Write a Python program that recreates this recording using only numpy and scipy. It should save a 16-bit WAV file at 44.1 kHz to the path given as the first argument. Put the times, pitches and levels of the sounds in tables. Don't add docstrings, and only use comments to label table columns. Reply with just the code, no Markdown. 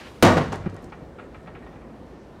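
import sys
import numpy as np
from scipy import signal
from scipy.io import wavfile
from scipy.ndimage import uniform_filter1d

SR = 44100
rng = np.random.default_rng(int(sys.argv[2]) if len(sys.argv) > 2 else 0)


def wav_out(sig):
    wavfile.write(sys.argv[1], SR, np.round(np.clip(np.atleast_2d(sig).T, -1, 1) * 32767).astype(np.int16))


def attenuation_scalar(level_db):
    decades = np.asarray(level_db, float) / 20
    return 10 ** decades


N = 105840
T_S = np.arange(N) / SR
PUNCH_S = 0.2254
BANDS_HZ = 30 * 2 ** np.arange(0, 9.3, 0.5)


def unit(x):
    return x / np.sqrt(np.mean(x ** 2))


def noise():
    return rng.standard_normal(N)


def read(table, hz):
    table_hz, values = np.array(table).T
    return np.interp(np.log(hz), np.log(table_hz), values)


def band(x, hz, width_hz):
    low = max(hz - width_hz / 2, 10)
    high = min(hz + width_hz / 2, 0.49 * SR)
    return signal.sosfilt(signal.butter(2, [low, high], "band", fs=SR, output="sos"), x)


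def walk(rate_hz):
    hold = int(SR / rate_hz)
    steps = np.repeat(rng.standard_normal(N // hold + 1), hold)
    return unit(uniform_filter1d(uniform_filter1d(steps, hold), hold)[:N])


def ring(force, hz, t60_s):
    pole = np.exp(2j * np.pi * hz / SR - np.log(1000) / (t60_s * SR))
    return signal.lfilter([1], [1, -pole], force).imag


def push(start_s, contact_s):
    force = np.sin(np.pi * np.clip((T_S - start_s) / contact_s, 0, 1))
    return force / force.sum()


def fade(start_s, t60_s):
    t = T_S - start_s
    return (t >= 0) * np.exp(-np.log(1000) * np.maximum(t, 0) / t60_s)


# band_hz, density_db_per_hz
HUM_SPECTRUM = [(25, -19), (55, 5.5), (90, -3.5), (150, -1.5), (450, -5), (1000, -17), (2500, -32),
                (6000, -40.5), (16000, -52)]


def hum():
    hum_db, fan_db, fan_hz, fan_width_hz = -42.5, -70, 1790, 37
    swell = walk(1.0)
    air = 0
    for hz in BANDS_HZ:
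        level_db = read(HUM_SPECTRUM, hz) + 0.13 * swell + 1.46 * walk(15)
        air = air + attenuation_scalar(level_db) * band(noise(), hz, hz / 3)
    whine = unit(band(noise(), fan_hz, fan_width_hz))
    return attenuation_scalar(hum_db) * unit(air) + attenuation_scalar(fan_db) * whine


# band_hz, t60_s
ROOM_DECAY = [(60, 1.7), (200, 0.73), (600, 0.33), (2000, 0.5052), (6000, 0.52), (14000, 0.5)]
# band_hz, level_db
ROOM_COLOUR = [(60, -9), (200, -16), (600, -11), (2000, -9), (6000, -11), (14000, -17.5)]


def room(x):
    gap_s = 0.0044
    tail = 0
    for hz in BANDS_HZ:
        part = band(noise(), hz, hz / 3) * fade(gap_s, read(ROOM_DECAY, hz))
        tail = tail + attenuation_scalar(read(ROOM_COLOUR, hz)) * part / np.sqrt(np.sum(part ** 2) * SR / hz)
    return signal.fftconvolve(x, tail[:SR])[:N]


def swish():
    swish_db, swish_hz, peak_s, rise_s, fall_s = -45.5, 1860, 0.064, 0.12, 0.024
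    rustle_db, rustle_hz = -53.5, 1570
    t = T_S - peak_s
    shape = np.exp(-0.5 * (t / np.where(t < 0, rise_s, fall_s)) ** 2)
    air = unit(band(noise(), swish_hz, 1.45 * swish_hz)) * shape
    cloth = band(noise(), rustle_hz, 1.8 * rustle_hz) + 0.18 * band(noise(), 8300, 9000)
    rustle = unit(cloth) * (T_S < PUNCH_S)
    return attenuation_scalar(1.2 * walk(53)) * (attenuation_scalar(swish_db) * air + attenuation_scalar(rustle_db) * rustle)


# start_s, level_db, t60_s
SHAKE_BURSTS = [
    (.226, -9, 0.2),
    (.368, -24.5, .2),
    (.521, -34.5, .15),
]


def clutter():
    clacks_per_s, scatter_db, level_db, t60_s = 4000, 1, -45.5, 2.47
    shake = attenuation_scalar(level_db) * fade(PUNCH_S, t60_s)
    for start_s, burst_db, burst_t60_s in SHAKE_BURSTS:
        shake = shake + attenuation_scalar(burst_db) * fade(start_s, burst_t60_s)
    happens = rng.random(N) < clacks_per_s / SR
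    strength = attenuation_scalar(-scatter_db * np.log(rng.random(N) + 1e-9))
    clacks = happens * strength * shake
    which = rng.integers(0, 8, N)
    # pitch_hz, level_db
    rings = [(400, 7.5), (700, 12), (1100, 12), (1700, 8), (2700, 5), (4300, 3), (6800, -3), (10500, -31)]
    out = 0
    for k, (hz, ring_db) in enumerate(rings):
        out = out + attenuation_scalar(ring_db) * band(ring(clacks * (which == k), hz, 6 / hz), hz, 1.23 * hz)
    return out


# start_s, level_db, centre_hz, t60_s
TICK_EVENTS = [(0.2333, -12, 6950, 0.023), (0.246, -21.5, 5400, 0.13), (.377, -48, 8500, 0.12),
               (.4358, -52, 8000, .03), (.482, -51, 5500, .02), (0.5257, -34, 5770, 0.021),
               (.532, -53, 6500, 0.21), (.5575, -41.5, 6450, 0.011), (.697, -54.5, 5500, 0.044),
               (.7432, -56, 8500, 0.023), (0.7647, -51, 6400, 0.022), (.822, -63, 9520, 0.23),
               (.843, -51.5, 6450, .025), (0.899, -55, 3800, 0.029)]


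def ticks():
    grain_db = 1.5
    grit = noise() * attenuation_scalar(grain_db * walk(900))
    out = 0
    for start_s, level_db, hz, t60_s in TICK_EVENTS:
        out = out + attenuation_scalar(level_db) * unit(band(grit, hz, 0.88 * hz)) * fade(start_s, t60_s)
    return out


def chatter():
    start_s, period_s, level_db = 0.6605, 0.00568, -13
    force = sum(gain * push(start_s + k * period_s, 0.0017) for k, gain in enumerate([0.9, 0.9, 1.3]))
    moving = 1 - np.clip((T_S - start_s - 2.34 * period_s) / 0.0037, 0, 1)
    foot = ring(-force, 200, 0.029)
    body = 0.45 * ring(force, 367, 0.024) + 0.22 * ring(force, 560, 0.03)
    return attenuation_scalar(level_db) * moving * (foot + body)


# pitch_hz, level_db, t60_s
ROCKER_MODES = [(877, -1.5, 0.035), (1160, -1, 0.015), (1312, -3.5, 0.04), (1420, -3, 0.028),
                (1650, -5.5, 0.033), (1875, -5.5, 0.049), (2033, -9.5, 0.018), (2330, -2, 0.01),
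                (2870, -28, 0.017), (3390, -19, 0.035)]
# start_s, level_db
ROCKER_KNOCKS = [(0.5257, -29.5), (.542, -34), (.638, -40.5), (0.658, -31), (0.7673, -38), (0.9214, -30.5),
                 (1.1855, -34.5), (1.196, -37), (1.3443, -36), (1.46, -46), (1.4727, -34), (1.5501, -35),
                 (1.6234, -41), (1.6636, -40), (1.728, -45.5), (1.755, -43), (1.816, -44.5), (1.8966, -47)]


def rocker():
    knock_db, smear_s, grit_db = -7, 0.017, 0.5
    shapes = [attenuation_scalar(db + knock_db) * fade(start_s, 7 * smear_s) for start_s, db in ROCKER_KNOCKS]
    knocks = np.array(shapes) * noise()
    reach = attenuation_scalar(1.3 * rng.standard_normal((len(ROCKER_KNOCKS), len(ROCKER_MODES))))
    body = 0
    for k, (hz, level_db, t60_s) in enumerate(ROCKER_MODES):
        body = body + attenuation_scalar(level_db) * ring(reach[:, k] @ knocks / 15, hz, t60_s)
    grit = band(knocks.sum(axis=0), 1340, 2000)
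    return band(body + attenuation_scalar(grit_db) * grit, 1900, 2700)


# pitch_hz, level_db, t60_s
BOARD_MODES = [(97.7, -13, 0.28), (150.5, -5.5, .16), (174, -1.5, 0.11), (248, 1, 0.12), (303.8, -3, 0.14),
               (349, -2.5, 0.14), (435.3, -5, 0.12), (502.4, 2, 0.09), (649.6, -9.5, 0.22), (761, -1, 0.11),
               (895, -3.5, 0.12), (931, 0, 0.15), (1040, -16, 0.079), (1340, -18, 0.069)]
# start_s, level_db, contact_s
REBOUNDS = [(0.26, 5, 0.0018), (0.273, -4.5, 0.0023), (0.302, -1, 0.0037), (.365, -4, .0022),
            (.392, -16, 0.0034), (0.416, -27.5, 0.0016), (.520, -27.5, 0.00085), (0.602, -18, 0.0058),
            (.73, -22, 0.0028), (.838, -28.5, 0.0017), (1.02, -27.5, 0.0019)]


def board():
    punch_db, contact_s = 13.5, 0.001335
    smack_db, smack_hz, smack_t60_s = -3, 1470, 0.055
    hits = [(PUNCH_S, punch_db, contact_s)] + list(REBOUNDS)
    forces = np.array([attenuation_scalar(db) * push(start_s, length_s) for start_s, db, length_s in hits])
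    size = (len(hits), len(BOARD_MODES))
    reach = rng.uniform(0.39, 1, size) * rng.choice([-1, 1], size)
    wood = 0
    for k, (hz, level_db, t60_s) in enumerate(BOARD_MODES):
        wood = wood + attenuation_scalar(level_db) * ring(reach[:, k] @ forces, hz, t60_s)
    smack = unit(band(noise(), smack_hz, 1.52 * smack_hz)) + 0.24 * noise()
    return 0.5 * wood + attenuation_scalar(smack_db) * smack * fade(PUNCH_S, smack_t60_s)


def scene():
    near = board() + clutter() + rocker() + ticks()
    return (near + room(near) + chatter() + swish() + hum())[None]


def high_pass(x, hz):
    return signal.lfilter(*signal.butter(1, hz, "high", fs=SR), x)


def roll_off(x):
    return signal.sosfilt(signal.butter(12, 17980, fs=SR, output="sos"), x)


def record(dry):
    bass_cut_hz, mic_top_hz, clip, sag_hz, top_hz = 52, 11300, 0.38, 6.6, 16300
    mic = signal.lfilter(*signal.butter(1, mic_top_hz, fs=SR), high_pass(dry, bass_cut_hz))
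    clipped = mic / (1 + np.abs(mic / clip) ** 10) ** (1 / 10)
    sagged = high_pass(clipped, sag_hz)
    out = signal.sosfilt(signal.ellip(6, 0.2, 30, top_hz, fs=SR, output="sos"), sagged)
    return roll_off(out)


dry = scene()
out = record(dry)
wav_out(out)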